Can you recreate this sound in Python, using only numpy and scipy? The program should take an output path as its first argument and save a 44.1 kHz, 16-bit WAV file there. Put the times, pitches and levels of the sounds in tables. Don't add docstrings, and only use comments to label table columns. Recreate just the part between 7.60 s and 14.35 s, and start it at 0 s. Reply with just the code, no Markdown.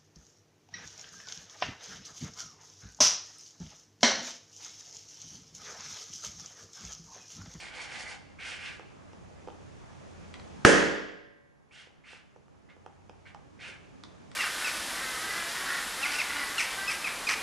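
import sys
import numpy as np
from scipy import signal
from scipy.fft import rfft, irfft
from scipy.io import wavfile

SR = 44100
rng = np.random.default_rng(int(sys.argv[2]) if len(sys.argv) > 2 else 0)


def bounce(signal):
    frames = np.transpose(np.atleast_2d(signal))
    limited = np.clip(frames, -1, 1)
    pcm = np.round(limited * 32767).astype(np.int16)
    wavfile.write(sys.argv[1], SR, pcm)


def natural_amplitude(level_db):
    exponent = np.asarray(level_db, float) / 20
    return 10 ** exponent


N = 297675
TIME = np.arange(N) / SR
POP_S = 3.0498


def rms_one(x):
    return x / np.sqrt(np.mean(x ** 2) + 1e-20)


def at_hz(points, hz):
    table_hz, values = np.array(points)[:, 0], np.array(points)[:, 1]
    return np.interp(np.log(hz), np.log(table_hz), values)


def drift(rate):
    r = np.exp(-80 * np.pi * rate / SR)
    white = rng.standard_normal(N // 40 + 2002)
    slow = signal.lfilter([1], [1, -2 * r, r * r], white)[2000:]
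    return np.interp(np.arange(N) / 40, np.arange(len(slow)), rms_one(slow))


def ring(x, hz, t60):
    r, w = natural_amplitude(-60 / (t60 * SR)), 2 * np.pi * hz / SR
    return signal.lfilter([0, np.sin(w)], [1, -2 * r * np.cos(w), r * r], x + 1e-18)


def body(x, peaks):
    out = 0
    for k, (hz, width, level_db) in enumerate(peaks):
        r = np.exp(-np.pi * width / SR)
        top = natural_amplitude(level_db) * (1 - r * r) / 2 * (-1) ** k
        poles = [1, -2 * r * np.cos(2 * np.pi * hz / SR), r * r]
        out = out + signal.lfilter([top, 0, -top], poles, x)
    return rms_one(out)


def banded_noise(spectrum, likeness, size, shape):
    out, edges = 0, 20 * 2 ** np.arange(0, 9.3, .5)
    white = rng.standard_normal((2, 2, size))
    for k, (low, high) in enumerate(zip(edges, edges[1:])):
        band = signal.butter(2, [low, high], "band", fs=SR, output="sos")
        mid, side = signal.sosfilt(band, white[k % 2])
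        hz = np.sqrt(low * high)
        alike = np.clip(at_hz(likeness, hz), -1, 1)
        pair = np.sqrt(1 + alike) * mid + np.sqrt(1 - alike) * side * [[1], [-1]]
        out = out + natural_amplitude(at_hz(spectrum, hz)) * shape(hz) * pair
    return rms_one(out)


def automatic_gain_db():
    creep, recovery, drop_db = 3.0, 4.0, 19.5
    after = creep * POP_S - drop_db + recovery * (TIME - POP_S)
    return np.where(TIME > POP_S, after, creep * TIME)


def drones():
    # (start [s], end [s], first pitch [Hz], last pitch [Hz], level [dB])
    passes = [
        (.7, 1.154, 80, 88.3, -62.5),
        (1.388, 2.996, 91, 81.7, -63.5),
        (5.35, 6.0, 94, 90.7, -63.5),
    ]
    fade_s, lag_rad = .1, 0.99
    wobble_db, wobble_hz = 1.5, .7
    out = 0
    for start, end, first_hz, last_hz, level_db in passes:
        hz = np.interp(TIME, [start, end], [first_hz, last_hz]) + wobble_hz * drift(7.3)
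        turn = 2 * np.pi * np.cumsum(hz) / SR
        fade = np.clip(np.minimum(TIME - start, end - TIME) / fade_s + .5, 0, 1)
        out = out + natural_amplitude(level_db + wobble_db * drift(3.0)) * fade * np.sin(turn + [[0], [lag_rad]])
    return out


def background():
    # (frequency [Hz], level [dB])
    rumble_spectrum = [(20, -17), (45, -14.5), (90, -12), (125, -1), (235, -5), (440, -11), (600, -12.5),
                       (1360, -20.5), (2500, -28.5), (3250, -50.5), (5500, -92.5)]
    # (frequency [Hz], level [dB per Hz])
    hiss_spectrum = [(590, -23.5), (1000, -1.5), (1290, -1.5), (1390, -7), (1580, -11.5), (2730, -5),
                     (3790, -14), (5640, -8), (8730, -21.5), (10800, -28), (14000, -58), (22000, -120)]
    # (frequency [Hz], left-right likeness [-1 to 1])
    floor_likeness = [(60, -0.87), (140, -0.62), (330, -0.56), (790, -0.083), (1850, -0.011), (4370, 0.39),
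                      (10300, 0.55)]
    # (frequency [Hz], width [Hz], level [dB])
    hum_bands = [
        [(90, 5.7, 0)],
        [(59.4, 16, 0)],
    ]
    rumble_db, hiss_db, pan_db = -55.5, -70.5, -1.5
    hiss_follows = 1.24
    gain_db = automatic_gain_db()
    rumble = banded_noise(rumble_spectrum, floor_likeness, N, lambda hz: natural_amplitude(1.5 * drift(7.7)))
    upper = natural_amplitude(-71)
    lower = natural_amplitude(-72) + natural_amplitude(-67.5) * np.exp(-TIME / 1.0)
    hums = 0
    for level, band in zip([upper, lower], hum_bands):
        hums = hums + level * np.array([body(w, band) for w in rng.standard_normal((2, N))])
    hums = hums + 0.34 * hums[::-1]
    hiss = banded_noise(hiss_spectrum, floor_likeness, N, lambda hz: 1)
    lean = natural_amplitude(gain_db + pan_db * np.array([[.5], [-.5]]))
    low = natural_amplitude(rumble_db) * rumble + hums + drones()
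    return lean * low + natural_amplitude(hiss_db + hiss_follows * gain_db) * hiss


def room_echo(colour):
    # (frequency [Hz], T60 [s])
    room_t60 = [(60, 1), (170, .65), (400, 0.7), (900, .75), (1800, 0.8), (3200, 0.82), (4500, .75),
                (7000, 0.54), (10500, .42)]
    # (frequency [Hz], left-right likeness [-1 to 1])
    room_likeness = [(60, 0.97), (140, 0.94), (330, 0.67), (790, 0.48), (1850, 0.067), (4370, 0.76),
                     (10300, 0.79)]
    t = TIME[:round(1.2 * SR)]
    flat = [(20, 0), (20000, 0)]
    tail = banded_noise(flat, room_likeness, len(t), lambda hz: natural_amplitude(-60 * t / at_hz(room_t60, hz)))
    colour_db = at_hz(colour, np.fft.rfftfreq(len(t), 1 / SR) + 1)
    tail = irfft(rfft(tail) * natural_amplitude(colour_db), len(t))
    fade = np.clip((1.1 - t) / .2, 0, 1)
    build_up = 1 - np.exp(-t / 0.0033)
    return rms_one(tail * fade * build_up) / np.sqrt(len(t))


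def standing_waves(lines, gain_db, t60):
    t = np.clip(TIME - POP_S, 0, None)
    chance = rng.uniform(-np.pi, np.pi, (len(lines), 2))
    waves = 0
    for (hz, level_db), (phase, offset) in zip(lines, chance):
        lag = np.array([[0], [offset * min(hz / 930.0 + 0.55, 1)]])
        waves = waves + natural_amplitude(level_db) * np.sin(2 * np.pi * hz * t + phase + lag)
    return natural_amplitude(gain_db - 60 * t / t60) * (1 - np.exp(-t / 0.0015)) * waves


def balloon():
    # (frequency [Hz], level [dB])
    tail_colour = [(30, -28.5), (120, -23.5), (170, -10), (300, -12), (520, -6), (750, -16.5),
                   (1150, -16.5), (1700, -8.5), (2350, -20), (3200, -21.5), (3900, -29.5), (6000, -24),
                   (9000, -30.5), (11000, -37.5)]
    # (delay [s], left level [dB], right level [dB])
    wall_echoes = [
        (.0032, -12, -5.5),
        (.0052, -11, -12),
        (.0085, -14.5, -12.5),
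        (.0115, -10, -14.5),
    ]
    # (frequency [Hz], level [dB])
    loud_waves = [(175.6, -39), (269.6, -38), (309, -37), (362.7, -38.5), (412, -36), (460.5, -36.5),
                  (512, -39.5), (1244, -48), (1440, -49.5), (1630, -42.5), (1668, -44), (1870, -49),
                  (2156, -48.5), (569, -42.5), (206.7, -42.5)]
    # (frequency [Hz], level [dB])
    late_waves = [(317.6, -74), (419.9, -77.5), (479.1, -65.5), (570.6, -70), (678.3, -82), (726.7, -77.5),
                  (877.5, -79), (1034, -82), (1087, -78.5), (1556, -78), (1604, -69), (1803, -77),
                  (1960, -70), (2013, -77.5), (2218, -79.5)]
    pop_db, tail_db, shock_s = 10.5, -13.5, 0.00045
    t = TIME - POP_S

    def jump(lag):
        return np.exp(-np.clip(t - lag, 0, None) / shock_s) * (t > lag)

    high = signal.butter(1, 220, "high", fs=SR, output="sos")
    shock = signal.sosfilt(high, jump(.0006) + 0.7 * jump(.0013))
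    hit = np.zeros(N)
    hit[round(POP_S * SR)] = 1
    tear = natural_amplitude(-18.5) * rng.standard_normal(N) * np.exp(-np.abs(t) / 0.00091)
    skin = natural_amplitude(-3.5) * ring(hit, 1500, 0.0045)
    direct = natural_amplitude(pop_db) * (shock + tear + skin)
    direct = signal.sosfilt(signal.butter(2, 3500, fs=SR, output="sos"), direct)
    echoes = 0
    for k, (lag, left_db, right_db) in enumerate(wall_echoes):
        echoes = echoes + natural_amplitude([[left_db], [right_db]]) * np.roll(direct, round(lag * SR)) * (-1) ** k
    tail = signal.fftconvolve(hit[None], room_echo(tail_colour), axes=1)[:, :N] * np.sqrt(.1 * SR)
    waves = standing_waves(loud_waves, gain_db=18.0, t60=0.8)
    waves = waves + standing_waves(late_waves, gain_db=35.5, t60=1.35)
    return direct + echoes + natural_amplitude(tail_db) * tail * natural_amplitude([[-.4], [.4]]) + waves * natural_amplitude([[-1.4], [1.3]])


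def clicks(events, parts, tilt_db):
    snap_loss = 50
    longest_t60_s = .022
    rows, out = np.array(events), np.zeros(N)
    at_s, second_db, lowest_db, sharp_db, contact_ms = rows.T
    at = np.round((at_s + 0.0027) * SR).astype(int)
    part_db = [lowest_db, 0, sharp_db + tilt_db / 2, sharp_db - tilt_db / 2 - snap_loss * contact_ms]
    luck = rng.normal(0, 1.5, (len(at), 12))
    span = np.arange(-50, 90)
    scratch = rng.standard_normal((len(at), len(span))) * np.exp(-(span / 54.0) ** 2) / 5.3
    push = np.exp(-(span / np.clip(contact_ms[:, None] * SR / 1000, .1, 20)) ** 2)
    push = push / push.sum(1, keepdims=True)
    for part, modes in enumerate(parts):
        for k, (hz, t60) in enumerate(modes):
            hits = np.zeros(N)
            force = natural_amplitude(second_db + part_db[part] + 6 + luck[:, 3 * part + k]) * (-1) ** k
            hits[at[:, None] + span] = force[:, None] * (scratch if part > 1 else push)
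            out += ring(hits, hz, min(t60, longest_t60_s))
    return out


def lid_ring():
    hit = np.zeros(N)
    hit[round(5.75 * SR)] = natural_amplitude(-49)
    return ring(hit, 806, .25)


def remote_buttons():
    # (time [s], lid level [dB], case [dB rel], sharpness [dB rel], contact [ms])
    presses = [(1.193, -43.5, -6, -17, .05), (1.53, -51.5, -5, -14, 0.045), (1.872, -41.5, 0.5, -16, 0.21),
               (1.882, -40, -8, -20, 0.19), (1.899, -47, -6, -14, .25), (4.269, -62.5, 5, 0, .15),
               (4.529, -55.5, 0, -15, .05), (4.759, -55, 0, -18, .08), (4.879, -61, -13, -15, 0.095),
               (5.163, -58.5, 2, -18, .05), (5.26, -42, -13, -18.5, .06), (5.493, -49, -2.5, -13, .02),
               (5.744, -42.5, -22, -17, 0.019), (6.089, -63, 9, 3, .1)]
    # (frequency [Hz], T60 [s])
    remote_parts = [
        [(512, 0.034), (344, 0.019), (614, 0.01)],
        [(812, 0.024), (1050, 0.009), (1280, 0.01)],
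        [(1800, 0.0054), (2500, 0.01), (3100, 0.011)],
        [(6030, 0.0063), (5060, 0.0065), (7240, 0.0015)],
    ]
    return clicks(presses, remote_parts, tilt_db=1.5)


def relay_ticks():
    # (time [s], second part [dB], lowest part [dB rel], sharpness [dB rel], contact [ms])
    ticks = [
        (2.738, -43, -5, -9.5, 0.022),
        (2.795, -51.5, 1, -6, .02),
        (6.434, -51, 5.5, -1.5, 0.019),
        (6.713, -54.5, 1, -4, .02),
    ]
    # (frequency [Hz], T60 [s])
    relay_parts = [
        [(1000, .01), (1400, .01)],
        [(1950, .014), (2500, .006)],
        [(3400, .006), (4000, .005), (4700, .005)],
        [(5600, .004), (6500, .004), (8000, .004)],
    ]
    return clicks(ticks, relay_parts, tilt_db=8)


def turret():
    # (start [s], length [s], full-speed rattle [dB], full-speed mesh [Hz], tooth hiss [dB rel])
    pushes = [(-0.1, 0.13, -46.5, 2250, -4.5), (0.108, 0.12, -45.5, 2250, -6.5),
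              (0.281, 0.12, -45, 2090, -5.5), (0.461, 0.041, -43, 2200, -2.5),
              (0.785, 0.13, -42.5, 2520, -8), (0.986, 0.076, -42, 2630, -10.5),
              (1.12, 0.02, -45.5, 2300, -6), (4.108, 0.087, -53.5, 3330, -8),
              (4.435, 0.088, -53, 2720, -10), (5.086, 0.015, -51.5, 2330, -18),
              (5.651, 0.025, -50.5, 2350, -13), (5.989, 0.082, -45.5, 2660, -10.5)]
    spin_up_s, coast_s, rest_mesh_hz = .035, 0.12, 2126
    kick_rise_s, kick_s = 0.0045, 0.012
    start, length, level_db, full_hz, hiss_db = np.transpose(pushes)[:, :, None]
    t = TIME[::32] - start
    powered = 1 - np.exp(-np.clip(t, 0, length) / spin_up_s)
    lost = np.clip(t - length, 0, None) / coast_s
    speed = np.clip(powered - lost, 0, 1)
    kick = np.clip(t / kick_rise_s, 0, 1) * np.exp(-np.abs(t) / kick_s)
    rise_hz = np.sum((full_hz - rest_mesh_hz) * speed ** 2, 0)
    mesh_hz = rest_mesh_hz + rise_hz / np.maximum(speed.sum(0), 1e-3)
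    strained = start < .7
    boom_db = np.where(strained, -9, -15.5)
    note_db = np.where(strained, -9.5, -22)
    parts = [speed + natural_amplitude(-23) * kick,
             speed + natural_amplitude(1.5) * kick,
             natural_amplitude(-7.5) * speed ** 0.73 + natural_amplitude(-14) * kick,
             natural_amplitude(hiss_db) * speed ** 1.37,
             natural_amplitude(boom_db) * speed ** 0.85,
             natural_amplitude(note_db) * speed ** 0.85]
    gains = [np.sqrt(np.sum((natural_amplitude(level_db) * p) ** 2, 0)) for p in parts]
    return [np.interp(TIME, TIME[::32], c) for c in [mesh_hz, *gains]]


def motor():
    # (frequency [Hz], width [Hz], level [dB])
    gear_modes = [(2160, 2100, 12), (3820, 400, -11), (2120, 150, 7)]
    shell_modes = [(1454, 320, -6), (1760, 175, 0), (1350, 690, -8.5)]
    tooth_modes = [(4430, 740, 7), (6100, 2650, 1), (8700, 1260, -0.5), (10570, 2900, -12)]
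    housing_modes = [(560, 360, -2), (1110, 440, -4.5)]
    housing_note = [(818, 30, 0)]
    mesh_width_hz, mesh_db = 340, -3
    mesh_hz, rattle, mesh_gain, shell_gain, hiss_gain, boom_gain, note_gain = turret()
    sizes = natural_amplitude(1.04 * np.minimum(rng.exponential(1, N), 5)) * rng.choice([-1, 1], N)
    struck = rng.random(N) < 5000. / SR
    knocks = sizes * struck * natural_amplitude(1.67 * drift(39))

    def wheel(k):
        return np.roll(knocks, 5003 * k)

    turn = np.exp(2j * np.pi * np.cumsum(mesh_hz) / SR)
    narrow = signal.butter(2, mesh_width_hz / 2, fs=SR, output="sos")
    mesh = rms_one(np.real(signal.sosfilt(narrow, wheel(1) / turn) * turn))
    steep = signal.butter(2, [1500, 3800], "band", fs=SR, output="sos")
    gears = rms_one(signal.sosfilt(steep, body(knocks, gear_modes)))
    shell = body(body(wheel(2), shell_modes), [(1560, 810, 0)])
    teeth = body(body(wheel(3), tooth_modes), [(6020, 11400, 0)])
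    note = body(wheel(4), housing_note)
    boom = body(wheel(5), housing_modes)
    whirr = 0.81 * (rattle * gears + natural_amplitude(mesh_db) * mesh_gain * mesh)
    return whirr + shell_gain * shell + hiss_gain * teeth + boom_gain * boom + note_gain * note


def scene():
    robot, relay, remote = motor(), relay_ticks(), remote_buttons()
    echo = room_echo([(100, 1.5), (3000, -1.5), (10000, -1.0)])
    echo = echo * (np.exp(-TIME[:echo.shape[1]] / 0.021) + natural_amplitude(-7.5))
    send = natural_amplitude(-2.5) * robot + natural_amplitude(-1.0) * relay + natural_amplitude(-4.5) * remote
    wet = signal.fftconvolve(send[None], echo, axes=1)[:, :N]
    near = (robot + relay) * natural_amplitude([[-1.5], [1.4]]) + (remote + lid_ring()) * natural_amplitude([[-2.3], [2.2]])
    return near + wet + balloon() + background()


def top_cut(x):
    return signal.sosfilt(signal.butter(12, 11120, fs=SR, output="sos"), x)


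def record(dry):
    duck_db, release_s = 5.5, 0.11
    after = TIME - POP_S - .002
    duck = natural_amplitude(-duck_db * np.exp(-np.clip(after, 0, None) / release_s) * (after > 0))
    ducked = dry * duck
    x = np.tanh(ducked ** 3 / 3 + ducked)
    x = signal.sosfilt(signal.ellip(8, .5, 40, 10900, fs=SR, output="sos"), x)
    whistle = natural_amplitude(-90) * np.cos(np.pi * np.arange(N) / 2)
    return top_cut(np.clip(x + whistle, -1, 1))


dry = scene()
out = record(dry)
bounce(out)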